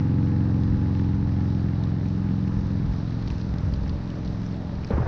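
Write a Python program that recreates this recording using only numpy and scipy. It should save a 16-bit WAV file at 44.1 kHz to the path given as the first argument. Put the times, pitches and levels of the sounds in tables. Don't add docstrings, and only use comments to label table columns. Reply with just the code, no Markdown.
import sys
import numpy as np
from scipy import signal
from scipy.fft import rfft, irfft, next_fast_len
from scipy.io import wavfile
from scipy.ndimage import uniform_filter1d

SR = 44100
rng = np.random.default_rng(int(sys.argv[2]) if len(sys.argv) > 2 else 0)


def unload_audio(sound):
    columns = np.transpose(np.atleast_2d(sound))
    steps = np.round(np.clip(columns, -1, 1) * 32767)
    wavfile.write(sys.argv[1], SR, steps.astype(np.int16))


N = 223844
CUT_S = 4.9


def undb(db):
    return 10 ** (np.asarray(db) / 20)


def level(x, db):
    return x * undb(db) / np.sqrt(np.mean(x ** 2))


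def columns(rows):
    s, *rest = np.transpose(rows)
    return [np.interp(np.arange(N) / SR, s, c) for c in rest]


def walk(rate):
    hold = int(SR / rate)
    steps = np.repeat(rng.standard_normal(N // hold + 1), hold)
    smooth = uniform_filter1d(uniform_filter1d(steps, hold), hold)
    return 1.38 * smooth[:N]


def noise(points, flicker_db, rate):
    hz, db = np.transpose(points)
    size = next_fast_len(N)
    octave = np.log2(np.maximum(np.arange(size // 2 + 1) * SR / size, 1))
    colour = undb(np.interp(octave, np.log2(hz), db, left=-90, right=-90))
    shaped = rfft(rng.standard_normal(size)) * colour
    out = 0
    for centre in np.arange(3.5, 14, .5):
        window = np.cos(np.pi * np.clip(octave - centre, -.5, .5)) ** 2
        out = out + irfft(shaped * window, size)[:N] * undb(flicker_db * walk(rate))
    return level(out, 0)


def band(x, hz, width):
    return signal.lfilter(*signal.iirpeak(hz, hz / width, fs=SR), x)


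def band_twice(x, hz, width):
    return band(band(x, hz, width), hz, width)


# time in seconds, engine cycles per second in Hz.
ENGINE_SPEED = [(0.0, 22.47), (0.3, 22.33), (0.7, 22.09), (1.1, 21.86), (1.4, 21.76), (1.9, 21.63),
                (2.5, 21.615), (3.5, 21.595), (4.3, 21.63), (4.9, 21.75)]
# time in seconds, level in dB, distance from 0 (near) to 1 (far).
DRAWING_AWAY = [(0, -21, 0.0056), (0.7, -21, 0.087), (1.4, -22.5, 0.55), (2.1, -24, 0.72), (2.8, -25, 0.78),
                (3.0, -27, 0.9), (3.8, -29, 0.88), (4.3, -28.5, 1), (4.9, -31, 0.99)]
# multiple of the engine cycle, strength in dB beside the other overtones.
NEAR_OVERTONES = [(1, -19.5), (2, -26), (3, -19), (4, 1), (5, -0.9), (6, -1), (7, -3), (8, -31), (9, -3.4),
                  (10, -12), (11, -8), (12, -10.5), (13, -8.5), (14, -12), (15, -26), (16, -20.5),
                  (17, -25.5), (18, -34), (19, -30), (20, -39.5), (21, -32), (22, -22.5), (23, -31.5),
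                  (24, -33)]
MIDWAY_OVERTONES = [(1, -22.5), (2, -16), (3, -9.5), (4, 2), (5, 1), (6, -3.5), (7, -0.5), (8, -9),
                    (9, -0.05), (10, -23), (11, -15.5), (12, -9), (13, -8), (14, -13.5), (15, -26.5),
                    (16, -17.5), (17, -23), (18, -32.5), (19, -28), (20, -36.5), (21, -29), (22, -26.5),
                    (23, -31), (24, -31.5)]
FAR_OVERTONES = [(1, -6), (2, -9), (3, -8.5), (4, -6.5), (5, 1.5), (6, -5.5), (7, -1.5), (8, -1.5), (9, 0),
                 (10, -29.5), (11, -13), (12, -6.5), (13, -17.5), (14, -10), (15, -19.5), (16, -23.5),
                 (17, -33.5), (18, -27), (19, -28), (20, -28.5), (21, -18), (22, -31), (23, -31.5),
                 (24, -30)]
MIDWAY_AT = .7
# frequency in Hz, relative strength in dB per Hz.
RUSH_SPECTRUM = [(60, -10.5), (100, -8.5), (200, 2), (300, -9), (380, -26)]
# frequency in Hz, width in Hz, level in dB before distance fades it.
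SILENCER_RINGS = [(842, 32, -53), (1780, 290, -67)]
RING_FADE_DB = 16
SECOND_FIRING, SECOND_SHARE = (.458, .423), (.94, 1.01)
RETURN_SHARE, RETURN_CYCLES = (.61, .36), (.246, .226)
LOW_LAG, PULSE_TURN, LATE_CYCLES = (6.8, 4.43), (3.18, 1.6), (.108, .196)
FIRING_SCATTER_DB = (.5, .9)
PUFF_KICK = 1.0


def motorcycle():
    (hz,), (db, far) = columns(ENGINE_SPEED), columns(DRAWING_AWAY)
    far = np.clip(far, 0, 1)
    pairs = SECOND_FIRING, SECOND_SHARE, RETURN_SHARE, RETURN_CYCLES, LOW_LAG, PULSE_TURN, LATE_CYCLES
    second, share, back, delay, lag, twist, late = (a + far * (b - a) for a, b in pairs)
    unsteady = 1 + .0006 * walk(10)
    turn = np.cumsum(hz * unsteady) / SR - late

    tone = 0
    for (k, near_db), (_, midway_db), (_, far_db) in zip(NEAR_OVERTONES, MIDWAY_OVERTONES, FAR_OVERTONES):
        pair = np.angle(1 + share * np.exp(-2j * np.pi * k * second))
        bounce = np.angle(1 + back * np.exp(-2j * np.pi * k * delay))
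        spread = twist - lag * np.log(k) + .08 * walk(1.4)
        wobble_db = (.6 + 1.1 * far) * walk(4)
        strength_db = np.interp(far, (0, MIDWAY_AT, 1), (near_db, midway_db, far_db))
        wave = np.cos(2 * np.pi * k * turn + pair + bounce + spread)
        tone = tone + undb(strength_db + wobble_db) * wave
    tone = tone / np.sqrt(uniform_filter1d(tone ** 2, SR // 2))
    tone = tone * undb(np.interp(far, (0, 1), FIRING_SCATTER_DB) * walk(2 * hz.mean()))
    rush = undb(-19.0 + 6.7 * far) * noise(RUSH_SPECTRUM, 1.0, 3.6)

    puff = sum(g * np.exp(-((turn - at) % 1) / .04) for at, g in ((0, 1), (second, .6)))
    gas = puff * undb(1.4 * walk(40)) * rng.standard_normal(N)
    rings = 0
    for ring_hz, width, ring_db in SILENCER_RINGS:
        rings = rings + level(band_twice(gas + PUFF_KICK * puff, ring_hz, 1.2 * width), ring_db)
    rings = rings * undb(-RING_FADE_DB * far ** 4)
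    rasp = level(band_twice(gas, 1500, 1800), -61.5)
    rasp = rasp * undb(0.41 * (db - db.mean()))
    heard = np.arange(N) < CUT_S * SR
    return heard * ((tone + rush) * undb(db) + rings + rasp)


# time in seconds, level of the roar in dB, level of the hiss in dB.
ROLLING = [(0.0, -43.5, -60), (0.7, -43.5, -59), (2.5, -45, -58.5), (3.4, -44, -57), (4.9, -44.5, -58)]
# frequency in Hz, relative strength in dB per Hz.
ROAR_SPECTRUM = [(190, -19.5), (330, -0.5), (390, -2.5), (490, -6.5), (758, -9), (854, -7.5), (1080, -12.5),
                 (1200, -12), (1740, -19), (3000, -31), (3900, -49.5), (6600, -120)]
HISS_SPECTRUM = [(1470, -18), (2500, -2), (3070, -3.5), (3540, -0.5), (3840, 3), (4660, 0), (5810, -4),
                 (6780, -17), (8810, -37), (14900, -120)]
HUM_HZ, HUM_WIDTH_HZ = 585, 45
HUM_DB, HUM_RISE_DB_PER_S = -59, 3
TREAD_HZ, TREAD_WIDTH_HZ = 1680, 570
TREAD_DB = -16
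TREAD_GRAIN_DB, TREAD_LARGEST = 3, 4


def tyres():
    roar_db, hiss_db = columns(ROLLING)
    grit = undb(1.4 * np.repeat(rng.exponential(size=N // 40 + 1), 40)[:N])
    hiss = level(noise(HISS_SPECTRUM, 0.96, 11) * grit, 0)

    hum = level(band_twice(rng.standard_normal(N), HUM_HZ, HUM_WIDTH_HZ), HUM_DB)
    from_middle_s = (np.arange(N) - N / 2) / SR
    hum = hum * undb(1.5 * walk(2) + HUM_RISE_DB_PER_S * from_middle_s)

    grain_sizes = np.minimum(rng.exponential(size=N // 60 + 1), TREAD_LARGEST)
    grains = undb(TREAD_GRAIN_DB * np.repeat(grain_sizes, 60)[:N]) * rng.standard_normal(N)
    crackle = level(band_twice(grains, TREAD_HZ, TREAD_WIDTH_HZ), TREAD_DB)
    roar = noise(ROAR_SPECTRUM, 1.3, 10)
    return hum + undb(roar_db) * (roar + crackle) + undb(hiss_db) * hiss


# frequency in Hz, relative strength in dB per Hz.
WIND_SPECTRUM = [(15, -17), (35, -5.5), (60, -0.5), (95, -5), (150, -11), (260, -25), (400, -43.5)]
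BREEZE_DB, BREEZE_RISE_DB_PER_S = -42.5, 0.34
# time of the peak in seconds, strength added to the breeze in dB.
GUST_PEAKS = [(0.681, -28), (0.85, -39.5), (1.13, -34.5), (1.29, -35), (1.579, -42), (2.49, -32),
              (2.7, -35.5), (2.85, -28), (3.3, -30), (3.5, -37), (3.66, -28.5), (3.85, -30), (4.27, -35),
              (4.7, -34.5)]
GUST_RISE_S, GUST_FALL_S = 0.053, 0.12
# time in seconds, level of the lows in dB, level of the middle in dB before crackle.
FULL_WIND = [(4.9, -36, -35), (4.92, -34, -33.5), (4.955, -30, -35), (4.98, -32, -32.5), (5.01, -31, -33),
             (5.04, -31, -35), (5.07, -30, -33)]
# frequency in Hz, relative strength in dB per Hz.
FULL_WIND_LOW_SPECTRUM = [(25, -12), (65, 0), (110, -2), (200, -10), (320, -17), (500, -35)]
FULL_WIND_MIDDLE_SPECTRUM = [(180, -2), (300, 0), (600, -3), (1100, -9), (1700, -14.5), (2300, -23),
                             (3500, -40)]
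FULL_WIND_RISE_S = .005
# start in seconds, starting strength in dB, pitch in Hz, seconds to die away by 60 dB.
WIND_THUMPS = [(4.9058, -16, 450, 0.03), (4.909, -15, 200, .08), (4.9355, -12, 100, 0.07),
               (4.950, -15, 75, .2), (4.980, -14, 230, 0.03), (5.0025, -13, 125, 0.12),
               (5.063, -19, 55, .15)]


def wind():
    t = np.arange(N) / SR
    force = undb(BREEZE_DB + BREEZE_RISE_DB_PER_S * t)
    for s, db in GUST_PEAKS:
        width_s = np.where(t < s, GUST_RISE_S, GUST_FALL_S)
        force = force + undb(db) * np.exp(-((t - s) / width_s) ** 2)
    gusty = force * noise(WIND_SPECTRUM, 2.0, 14)

    low_db, middle_db = columns(FULL_WIND)
    crackle = undb(1.5 * walk(150))
    low = undb(low_db) * noise(FULL_WIND_LOW_SPECTRUM, 0.64, 25)
    middle = undb(middle_db) * crackle * noise(FULL_WIND_MIDDLE_SPECTRUM, 1.0, 33)
    full = np.clip((t - CUT_S) / FULL_WIND_RISE_S, 0, 1) * (low + middle)
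    for s, db, hz, ring_s in WIND_THUMPS:
        after = np.maximum(t - s, 0)
        fade = np.exp(-np.log(1000) * after / ring_s)
        full = full - undb(db) * np.sin(2 * np.pi * hz * after) * fade
    return np.where(t < CUT_S, gusty, full)


# start in seconds, rough peak in dB before the wind cover dulls it, colour (strongest pitch) in Hz.
TICKS_AND_CUT_CLICK = [(0.635, -39.5, 3750), (1.8373, -36.5, 4070), (2.477, -38.5, 2550),
                       (2.7039, -42, 2620), (3.224, -40.5, 4100), (3.275, -33, 3842), (3.281, -37, 4500),
                       (3.302, -31.5, 2300), (3.31, -41, 4530), (3.381, -39.5, 5000), (3.413, -38, 4300),
                       (3.5388, -40, 3804), (3.583, -37, 3860), (3.7378, -32, 4070), (3.8335, -42, 4600),
                       (3.878, -40, 5130), (3.8932, -33, 4270), (4.1013, -37.5, 2700), (4.248, -39, 4400),
                       (4.258, -40, 4000), (4.276, -37.5, 3800), (4.4626, -39, 5600), (4.524, -44, 4540),
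                       (4.753, -43, 4000), (4.8353, -37.5, 2660), (4.846, -33, 4800), (4.874, -40, 4500),
                       (4.887, -45, 5000), (4.898, -46, 5500), (4.9082, -40.5, 3900)]
FAINT_TICKS, FAINT_TICK_DB, FAINT_TICK_HZ = 40, -48, (3000, 5800)
TICK_RISE_S, TICK_SNAP_S = .0004, .002
TICK_TAIL_S, TICK_TAIL_DB = .04, -14
TICK_CREST = 1.6


def ticks():
    out, t = np.zeros(N), np.arange(3000) / SR
    when, size, colour = rng.random((FAINT_TICKS, 3)).T
    low_hz, high_hz = FAINT_TICK_HZ
    faint_db = FAINT_TICK_DB + 6 * (size - .5)
    faint = zip(when * CUT_S, faint_db, low_hz + colour * (high_hz - low_hz))

    snap = np.minimum(t / TICK_RISE_S, 1) * np.exp(-t / TICK_SNAP_S)
    tail = undb(TICK_TAIL_DB) * np.exp(-np.log(1000) * t / TICK_TAIL_S)
    shape = snap + tail
    for s, db, hz in TICKS_AND_CUT_CLICK + list(faint):
        burst = shape * rng.standard_normal(len(t))
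        burst = band_twice(burst, hz, 1800) + 0.65 * band(burst, 3000, 5300)
        burst = burst * np.linalg.norm(shape) / np.linalg.norm(burst)
        burst = burst * undb(db) / TICK_CREST
        i = int(s * SR)
        out[i:i + len(t)] += burst[:N - i]
    return out


def scene():
    near = motorcycle() + ticks()
    near = signal.sosfilt(signal.butter(9, 6000, fs=SR, output="sos"), near)
    return (near + tyres() + wind())[None]


TOP_HZ = 11800


def record(dry):
    return signal.sosfilt(signal.ellip(8, .2, 70, TOP_HZ, fs=SR, output="sos"), dry)


dry = scene()
out = record(dry)
unload_audio(out)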